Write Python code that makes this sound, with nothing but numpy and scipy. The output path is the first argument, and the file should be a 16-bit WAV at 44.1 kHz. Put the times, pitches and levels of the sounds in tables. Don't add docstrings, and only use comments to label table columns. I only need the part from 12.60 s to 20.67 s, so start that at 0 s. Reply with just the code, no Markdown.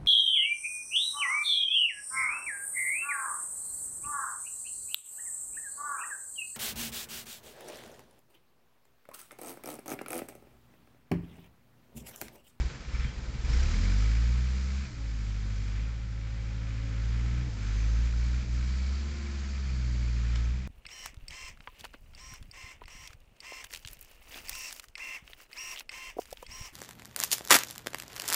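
import sys
import numpy as np
from scipy import signal
from scipy.fft import rfft, irfft, next_fast_len
from scipy.io import wavfile
from scipy.ndimage import uniform_filter1d

SR = 44100
rng = np.random.default_rng(int(sys.argv[2]) if len(sys.argv) > 2 else 0)


def nominal_scale(level):
    x = np.asarray(level, float) / 20
    return 10 ** x


def int16_out(signal):
    q = np.round(np.clip(np.atleast_2d(signal).T, -1, 1) * 32767)
    wavfile.write(sys.argv[1], SR, q.astype(np.int16))


N = 356107
T = np.arange(N) / SR

# (pressure peak time [s], peak level [dB], rasp level [dB])
IDLE_FIRINGS = [(.007, -19, -43.5), (0.057, -22, -52), (.1, -47, -50), (0.147, -39, -53), (.207, -36, -62),
                (.25, -40, -54), (0.284, -28, -51), (.345, -21.5, -47), (0.397, -21, -46),
                (0.444, -22, -39.5), (0.484, -27.5, -45.5), (.538, -34.5, -58), (.578, -27.5, -50),
                (.631, -29, -55), (0.686, -26.5, -46), (0.741, -29, -44), (0.795, -25.5, -47),
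                (.848, -21, -45), (.892, -22, -42.5)]
ORDER_PHASE_RAD = [1.3, 0, 3.6, 2.7]
# (level at full fuel [dB], share of fuel swing [dB/dB])
ORDER_MIX = [(-25, 1.06), (-25.5, 0.28), (-38, 0.43), (-36, 0.64)]
# (order [per firing], level [dB])
UNEVEN_LINES = [(.75, -13), (1.25, -3), (1.75, -0.5), (2.25, -1.5), (2.75, -7.5), (4.75, -9.5), (6, -11.5),
                (7.002, -23.5)]
# (frequency [Hz], half width [Hz], gain [dB])
MOUNTS = (30, 3, 12)
# (frequency [Hz], half width [Hz], gain [dB])
PATH = [(30, 15, -9), (58.1, 9.7, 4.5), (85.2, 7.2, -7.5), (117, 6.5, 0.1), (138.1, 7.3, -21),
        (159, 5.8, -6), (196.4, 13, 7.5), (216, 4.5, -6), (238.4, 6.1, 2), (259.6, 8.7, -13),
        (276, 10, -7.5)]
# (time [s], target [firings/s], settling time [s])
LEVERS = [(0.88, 75.3, 0.705), (2.262, 53.6, 0.065), (2.52, 50.5, 0.109), (3.146, 56.3, 0.072),
          (3.389, 54.8, 0.015), (4.402, 79.2, 1.333), (4.879, 50.6, 0.028), (5.131, 79.2, 1.063),
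          (5.501, 57.2, 0.009), (5.564, 71.7, 0.6), (5.847, 55.6, 0.012), (5.86, 107.9, 2.357),
          (6.532, 61.6, 0.85), (7.03, 56.5, 0.299), (7.636, 59.0, 0.15), (7.894, 65.6, 0.09)]
# (time [s], exhaust pulse level [dB], gear tone level [dB], pulse sharpness [dB])
FUEL = [(.88, -16, -46.5, 5.5), (1.55, -23.5, -54, 0), (2.22, -26.5, -64.5, 1.8), (2.42, -30, -57, -6.5),
        (2.72, -28, -62, -2), (3.22, -28.5, -60, -2.2), (3.35, -33.5, -68, -4), (4.33, -31.5, -54.5, 1.6),
        (4.47, -28, -62.5, 0.7), (4.78, -28, -56.5, 4.5), (4.97, -29.5, -55.5, -2.5),
        (5.17, -24.5, -59, -0.5), (5.43, -24.5, -61.5, -2.1), (5.96, -27.5, -60, -1.5),
        (6.32, -24, -65.5, -0.3), (6.56, -29.5, -59, 1), (7.92, -26.5, -64, -1.7), (8.07, -34.5, -67, 5)]
# (time [s], combustion knock level [dB], oil flow level [dB])
EFFORT = [(0, -49.5, -50.5), (.22, -53.5, -56), (.78, -53, -55), (.94, -46, -46), (1.3, -46.5, -46.5),
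          (1.82, -51, -52), (2.2, -51.5, -51), (2.36, -55.5, -55.5), (3.08, -54.5, -55), (3.17, -52, -56),
          (3.44, -57, -60), (4.8, -50.5, -54), (5.1, -50.5, -52.5), (5.46, -51.5, -52), (6.14, -52, -52),
          (7.55, -53, -53.5), (7.8, -51.5, -53), (8.07, -56.5, -59.5)]
# (time [s], half length [s], fuel change [dB], effort change
# [dB])
LURCHES = [
    (.33, 0.041, -3, 5),
    (0.412, 0.044, 0, 6.5),
    (2.312, 0.063, -18.5, -1),
    (4.891, 0.094, -4, -4.5),
    (5.511, 0.033, -3.5, -4),
    (5.856, 0.04, -8, -5.5),
    (7.743, 0.025, 1, 2),
]
# (frequency [Hz], half width [Hz], gain [dB])
FAN_SHROUD = [(175.5, 8, 1), (192, 5, -3), (228.3, 8.2, 8.5)]
# (frequency [Hz], half width [Hz], gain [dB])
PUMP_HOUSING = [(301, 9.6, 3), (330.5, 8, -7.5), (346, 4.3, 6.5), (550, 12, 6), (690, 45, 2.5),
                (830, 9.7, 6.5), (1042, 45, 8.5)]
GEAR_TONES_DB = [0.5, -71.5, -76]
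# (time [s], half length [s], gain [dB])
GEAR_DIPS = [
    (1.903, 0.21, -11),
    (5.602, .1, -2.5),
]
# (frequency [Hz], density [dB/Hz])
RUSH_SPECTRUM = [(15, 9), (40, 17), (90, 11), (160, 13), (250, 8.5), (350, 3), (500, 3.5), (620, -2.5),
                 (850, -2.5), (1050, -2), (1400, -28)]
# (frequency [Hz], density [dB/Hz])
CLATTER_SPECTRUM = [(800, -35), (1050, -7), (1250, -2), (1800, -0.5), (2400, -1.5), (2700, -5), (3200, -5),
                    (3900, -10), (5000, -25.5)]
# (frequency [Hz], density [dB/Hz])
HISS_SPECTRUM = [(2600, -30.5), (3400, -9.5), (4000, -3.5), (4800, -1.5), (5500, -4), (6500, -6),
                 (7300, -6.5), (7700, -11.5), (8000, -23.5)]
# (frequency [Hz], width [Hz], level [dB])
BLOCK_RINGS = [(1307, 12, -65.5), (1399, 32, -66), (1540, 34, -65.5), (1725, 50, -66), (2056, 30, -66),
               (2295, 54, -63.5), (5000, 54, -77)]
# (time [s], peak level [dB], frequency [Hz])
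PINGS = [(0.348, -37, 2310), (0.4463, -38, 2270), (0.9332, -35, 2170), (1.1412, -33, 2080),
         (1.2534, -33, 2220), (1.3193, -36, 1530), (1.4231, -36, 1290), (1.5682, -36, 2420),
         (5.3616, -40, 1300), (5.5367, -38, 1390), (5.7382, -40, 1400), (6.6631, -38, 2310),
         (6.9575, -40, 2440), (7.0927, -37, 2400), (7.4848, -39, 2440), (7.6918, -39, 2440)]
# (start [s], end [s], frequency [Hz], width [Hz], level [dB])
WHISTLES = [
    (.3, .48, 5350, 149, -59),
    (0.435, 0.556, 3190, 150, -56),
    (.95, 1.7, 4940, 120, -59.5),
    (4.946, 5.5, 6270, 260, -60.5),
    (6.0, 6.605, 4540, 302, -59),
    (6.1, 6.604, 4210, 150, -66),
    (6.7, 6.95, 6600, 80, -65),
    (6.95, 7.5, 6630, 120, -69.5),
    (6.65, 7.702, 4530, 300, -61.5),
    (7.83, 7.87, 6270, 200, -58),
]
# (time [s], peak level [dB], frequency [Hz])
CHIRPS = [
    (0.897, -47, 5200),
    (0.932, -42, 5470),
    (.967, -49, 5740),
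    (1.03, -44, 5770),
]
# (time [s], peak level [dB])
PIN_KNOCKS = [
    (7.7575, -37),
]
# (frequency [Hz], level [dB], t60 [s])
PIN_MODES = [(1050, -8, .05), (1370, -4, .05), (1670, 0, .07), (3050, -3, .035), (4400, -7, .03)]
# (frequency [Hz], gain [dB])
IMAGE = [(8000, -0.5), (8200, -4), (8400, -12), (8600, -20), (8800, -24), (9000, -31.5), (9150, -60)]


def rms_one(x):
    return x / np.sqrt(np.mean(x ** 2) + 1e-20)


def in_time(rows):
    s, *columns = np.transpose(rows)
    return [np.interp(T, s, column) for column in columns]


def drift(rate_hz):
    r = np.exp(-80 * np.pi * rate_hz / SR)
    white = rng.standard_normal(N // 40 + 2002)
    slow = signal.lfilter([1], [1, -2 * r, r * r], white)[2000:]
    return np.interp(np.arange(N) / 40, np.arange(len(slow)), rms_one(slow))


def ring(x, hz, width_hz):
    r = np.exp(-np.pi * width_hz / SR)
    w = 2 * np.pi * hz / SR
    return signal.lfilter([0, np.sin(w)], [1, -2 * r * np.cos(w), r * r], x + 1e-18)


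def ring_twice(x, hz, first_width_hz, second_width_hz):
    return ring(ring(x, hz, first_width_hz), hz, second_width_hz)


def clicks(times_s, sizes):
    out = np.zeros(N)
    at = np.round(np.asarray(times_s) * SR).astype(int)
    out[np.clip(at, 0, N - 1)] = sizes
    return out


def coloured(x, spectrum):
    size = next_fast_len(N)
    hz, db = np.transpose(spectrum)
    log_bins = np.log(np.arange(size // 2 + 1) * SR / size + 1)
    shape_db = np.interp(log_bins, np.log(hz), db, left=-60, right=-80)
    return rms_one(irfft(rfft(x, size) * nominal_scale(shape_db), size)[:N])


def bump(x, centre, half):
    return np.exp(-((x - centre) / half) ** 2)


def hills(x, spots):
    return sum(db * bump(x, *spot) for *spot, db in spots)


def speed():
    pickup_rate, flywheel_s = 24, .06
    out, now = np.full(N, float(pickup_rate)), pickup_rate
    ends_s = [row[0] for row in LEVERS[1:]] + [N / SR]
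    for (s, aim, settle_s), end_s in zip(LEVERS, ends_s):
        after = T >= s
        out[after] = aim + (now - aim) * np.exp(-(T[after] - s) / settle_s)
        now = aim + (now - aim) * np.exp(-(end_s - s) / settle_s)
    return uniform_filter1d(out, size=round(flywheel_s * SR))


def firings():
    idle_s = np.array(IDLE_FIRINGS)[:, 0]
    revving = np.cumsum(speed() * (T > idle_s[-1])) / SR
    return np.interp(T, idle_s, np.arange(len(idle_s))) + revving


def fuel_swing_db():
    full_fuel_db = -25
    cuts_db = sum(fuel_db * bump(T, s, half_s) for s, half_s, fuel_db, _ in LURCHES)
    return in_time(FUEL)[0] + cuts_db - full_fuel_db


def effort_db():
    lag_s, flow_share = 0.025, 0.49
    knock_db, flow_db = in_time(EFFORT)
    shudder_db = sum(db * bump(T - lag_s, s, half_s) for s, half_s, _, db in LURCHES)
    return knock_db + shudder_db, flow_db + flow_share * shudder_db


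def path_db(hz):
    grid_hz = np.arange(20., 420.)
    slope_db = -5 - 7 * np.log2(np.maximum(grid_hz / 60, 1))
    return np.interp(hz, grid_hz, slope_db + hills(grid_hz, PATH))


def line(count, order, db, wobble_db, slip_rad=0):
    phase = 2 * np.pi * order * count + slip_rad
    return np.sqrt(2) * nominal_scale(db + wobble_db * drift(6.8)) * np.cos(phase)


def idle_puffs():
    stack_hz, stack_width_hz, stack_lead_s = 60, 33, .015
    s, db, rasp_db = np.transpose(IDLE_FIRINGS)
    kick = clicks(s + 0.0317 - stack_lead_s, -nominal_scale(db))
    puff = ring_twice(kick, stack_hz, stack_width_hz, stack_width_hz) * nominal_scale(-38.5)
    puff = signal.sosfilt(signal.butter(2, 28, "high", fs=SR, output="sos"), puff)
    late = clicks(s + .034, nominal_scale(rasp_db))
    rasp = ring(ring(late, 119, 40), 139, 40) * nominal_scale(-24.5)
    rasp += ring(ring(late, 190, 82), 200, 82) * nominal_scale(-23.5)
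    lead = round(.03 * SR)
    return np.pad((puff + rasp)[lead:], (0, lead))


def exhaust(count):
    rate, swing_db, sharp_db = speed(), fuel_swing_db(), in_time(FUEL)[2]
    ahead = rate + 0.052 * uniform_filter1d(np.gradient(rate) * SR, size=SR // 4)
    levels_db = []
    for k, (db, share) in enumerate(ORDER_MIX):
        edge_db = sharp_db if k > 0 else 0
        levels_db.append(db + share * swing_db + edge_db + path_db((k + 1) * ahead))
    light_load_db = np.clip(-28 - uniform_filter1d(levels_db[0], size=SR // 2), 0, 7)
    lean_rad = -.38 * light_load_db * np.clip(T - 1.2, 0, 1)

    crank_db = -60.5 + hills(rate / 2, [MOUNTS])
    out = line(count, .5, crank_db, 1.5)
    for k, db in enumerate(levels_db):
        out += line(count, k + 1, db, .2 + .25 * k, slip_rad=ORDER_PHASE_RAD[k] + k * lean_rad)
    uneven_db = -59.5 + 20.5 * bump(rate, 41, 7.5)
    for order, db in UNEVEN_LINES:
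        off_load_db = 0.69 * light_load_db * (order < 3)
        slip_rad = 0.78 * drift(1.1) + order
        out += line(count, order, uneven_db + off_load_db + db, 2.8, slip_rad)
    return out


def fan(count):
    order = 3.29
    hz = order * speed()
    fan_db = -39 + .2 * fuel_swing_db() + path_db(hz) + hills(hz, FAN_SHROUD)
    return line(count, order, fan_db, 1.0) + line(count, 2 * order, -76, 1.9)


def pump(count):
    order, rate = 5, speed()
    shake_rad = .3 * drift(5)
    dip_db, pressure_db = hills(T, GEAR_DIPS), in_time(FUEL)[1]
    out = np.zeros(N)
    for k, tone_db in enumerate(GEAR_TONES_DB, start=1):
        db = tone_db + dip_db + hills(k * order * rate, PUMP_HOUSING)
        if k == 1:
            db = db + pressure_db
        out += line(count, k * order, db, 1.6, slip_rad=k * shake_rad)
    return out


def gate(count, depth, spread_db):
    strength = nominal_scale(spread_db * rng.standard_normal(600))[count.astype(int) % 600]
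    burst = strength * np.exp(-3.0 * (count % 1))
    return 1 + depth * uniform_filter1d(burst, size=60)


def gas_rush():
    labour_db = 0.111 * np.maximum(53.4 - speed(), 0)
    rush_db = -58 + 0.91 * (in_time(EFFORT)[0] + 52) + labour_db
    return coloured(rng.standard_normal(N), RUSH_SPECTRUM) * nominal_scale(rush_db + 8.0 + 0.31 * drift(4.3))


def clatter(knock):
    level = nominal_scale(effort_db()[0] - 0.34 + 0.47 * drift(12))
    return coloured(rng.standard_normal(N) * knock, CLATTER_SPECTRUM) * level


def hiss(knock):
    level = nominal_scale(effort_db()[1] - 1.66 + 0.28 * drift(12))
    return coloured(rng.standard_normal(N) * np.sqrt(knock), HISS_SPECTRUM) * level


def block_rings(count):
    strike = rng.standard_normal(N) * nominal_scale(effort_db()[0] + 56.5)
    out = np.zeros(N)
    for hz, width_hz, db in BLOCK_RINGS:
        struck = strike * gate(count, 1.4, 5.5)
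        out += ring(struck, hz, width_hz) * nominal_scale(db) * np.sqrt(width_hz / SR)
    return out


def injector_ticks(count):
    at = np.flatnonzero(np.diff(count.astype(int)))
    loud_db = effort_db()[0][at]
    out = np.zeros(N)
    for hz in (2280, 2440):
        luck_db = 3.5 * rng.standard_normal(len(at))
        out += ring_twice(clicks(at / SR, nominal_scale(loud_db - 25 + luck_db)), hz, 300, 130)
    return out


def pings():
    return sum(ring_twice(clicks([s], nominal_scale(db - 29)), hz, 300, 90) for s, db, hz in PINGS)


def whistles():
    out, white = np.zeros(N), rng.standard_normal(N)
    for start_s, end_s, hz, width_hz, db in WHISTLES:
        a, b = int(start_s * SR), int(end_s * SR)
        tone = rms_one(ring_twice(np.roll(white, -a), hz, width_hz, width_hz)[:b - a])
        out[a:b] += tone * nominal_scale(db) * np.sqrt(np.hanning(b - a))
    return out


def belt_chirps():
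    return sum(ring_twice(clicks([s], nominal_scale(db - 23.5)), hz, 130, 130) for s, db, hz in CHIRPS)


def pin_noise(decay_s):
    s, db = np.transpose(PIN_KNOCKS)
    decay = signal.lfilter([1], [1, -np.exp(-1 / (decay_s * SR))], clicks(s, nominal_scale(db)) + 1e-18)
    return decay * rng.standard_normal(N)


def pin_knock():
    tick, rattle = pin_noise(.005), pin_noise(.004)
    bright = signal.butter(2, [1000, 5500], "band", fs=SR, output="sos")
    out = signal.sosfilt(bright, tick) * nominal_scale(5)
    for hz, db, t60_s in PIN_MODES:
        width_hz = np.log(1000) / (np.pi * t60_s)
        out += ring(rattle, hz, width_hz) * nominal_scale(db - 29)
    return out


def scene():
    count = firings()
    running = np.clip((T - .885) / 0.1, 0, 1)
    tones = running * (exhaust(count) + fan(count) + pump(count))
    knock = gate(count, .6, 1.5)
    noises = gas_rush() + clatter(knock) + hiss(knock) + block_rings(count)
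    small = injector_ticks(count) + pings() + whistles() + belt_chirps() + pin_knock()
    return (idle_puffs() + tones + noises + small)[None]


def band_limit(x):
    return signal.sosfilt(signal.butter(12, 8850, fs=SR, output="sos"), x)


def record(dry):
    size = next_fast_len(N)
    spectrum = rfft(dry, size)
    fold = round(8000 * size / SR)
    hz = np.arange(fold, 2 * fold) * SR / size
    image_gain = nominal_scale(np.interp(hz, *np.transpose(IMAGE), right=-120))
    spectrum[:, fold:] = 0
    spectrum[:, fold:2 * fold] = np.conj(spectrum[:, fold:0:-1]) * image_gain
    mix = irfft(spectrum, size)[:, :N]
    return band_limit(mix)


dry = scene()
out = record(dry)
int16_out(out)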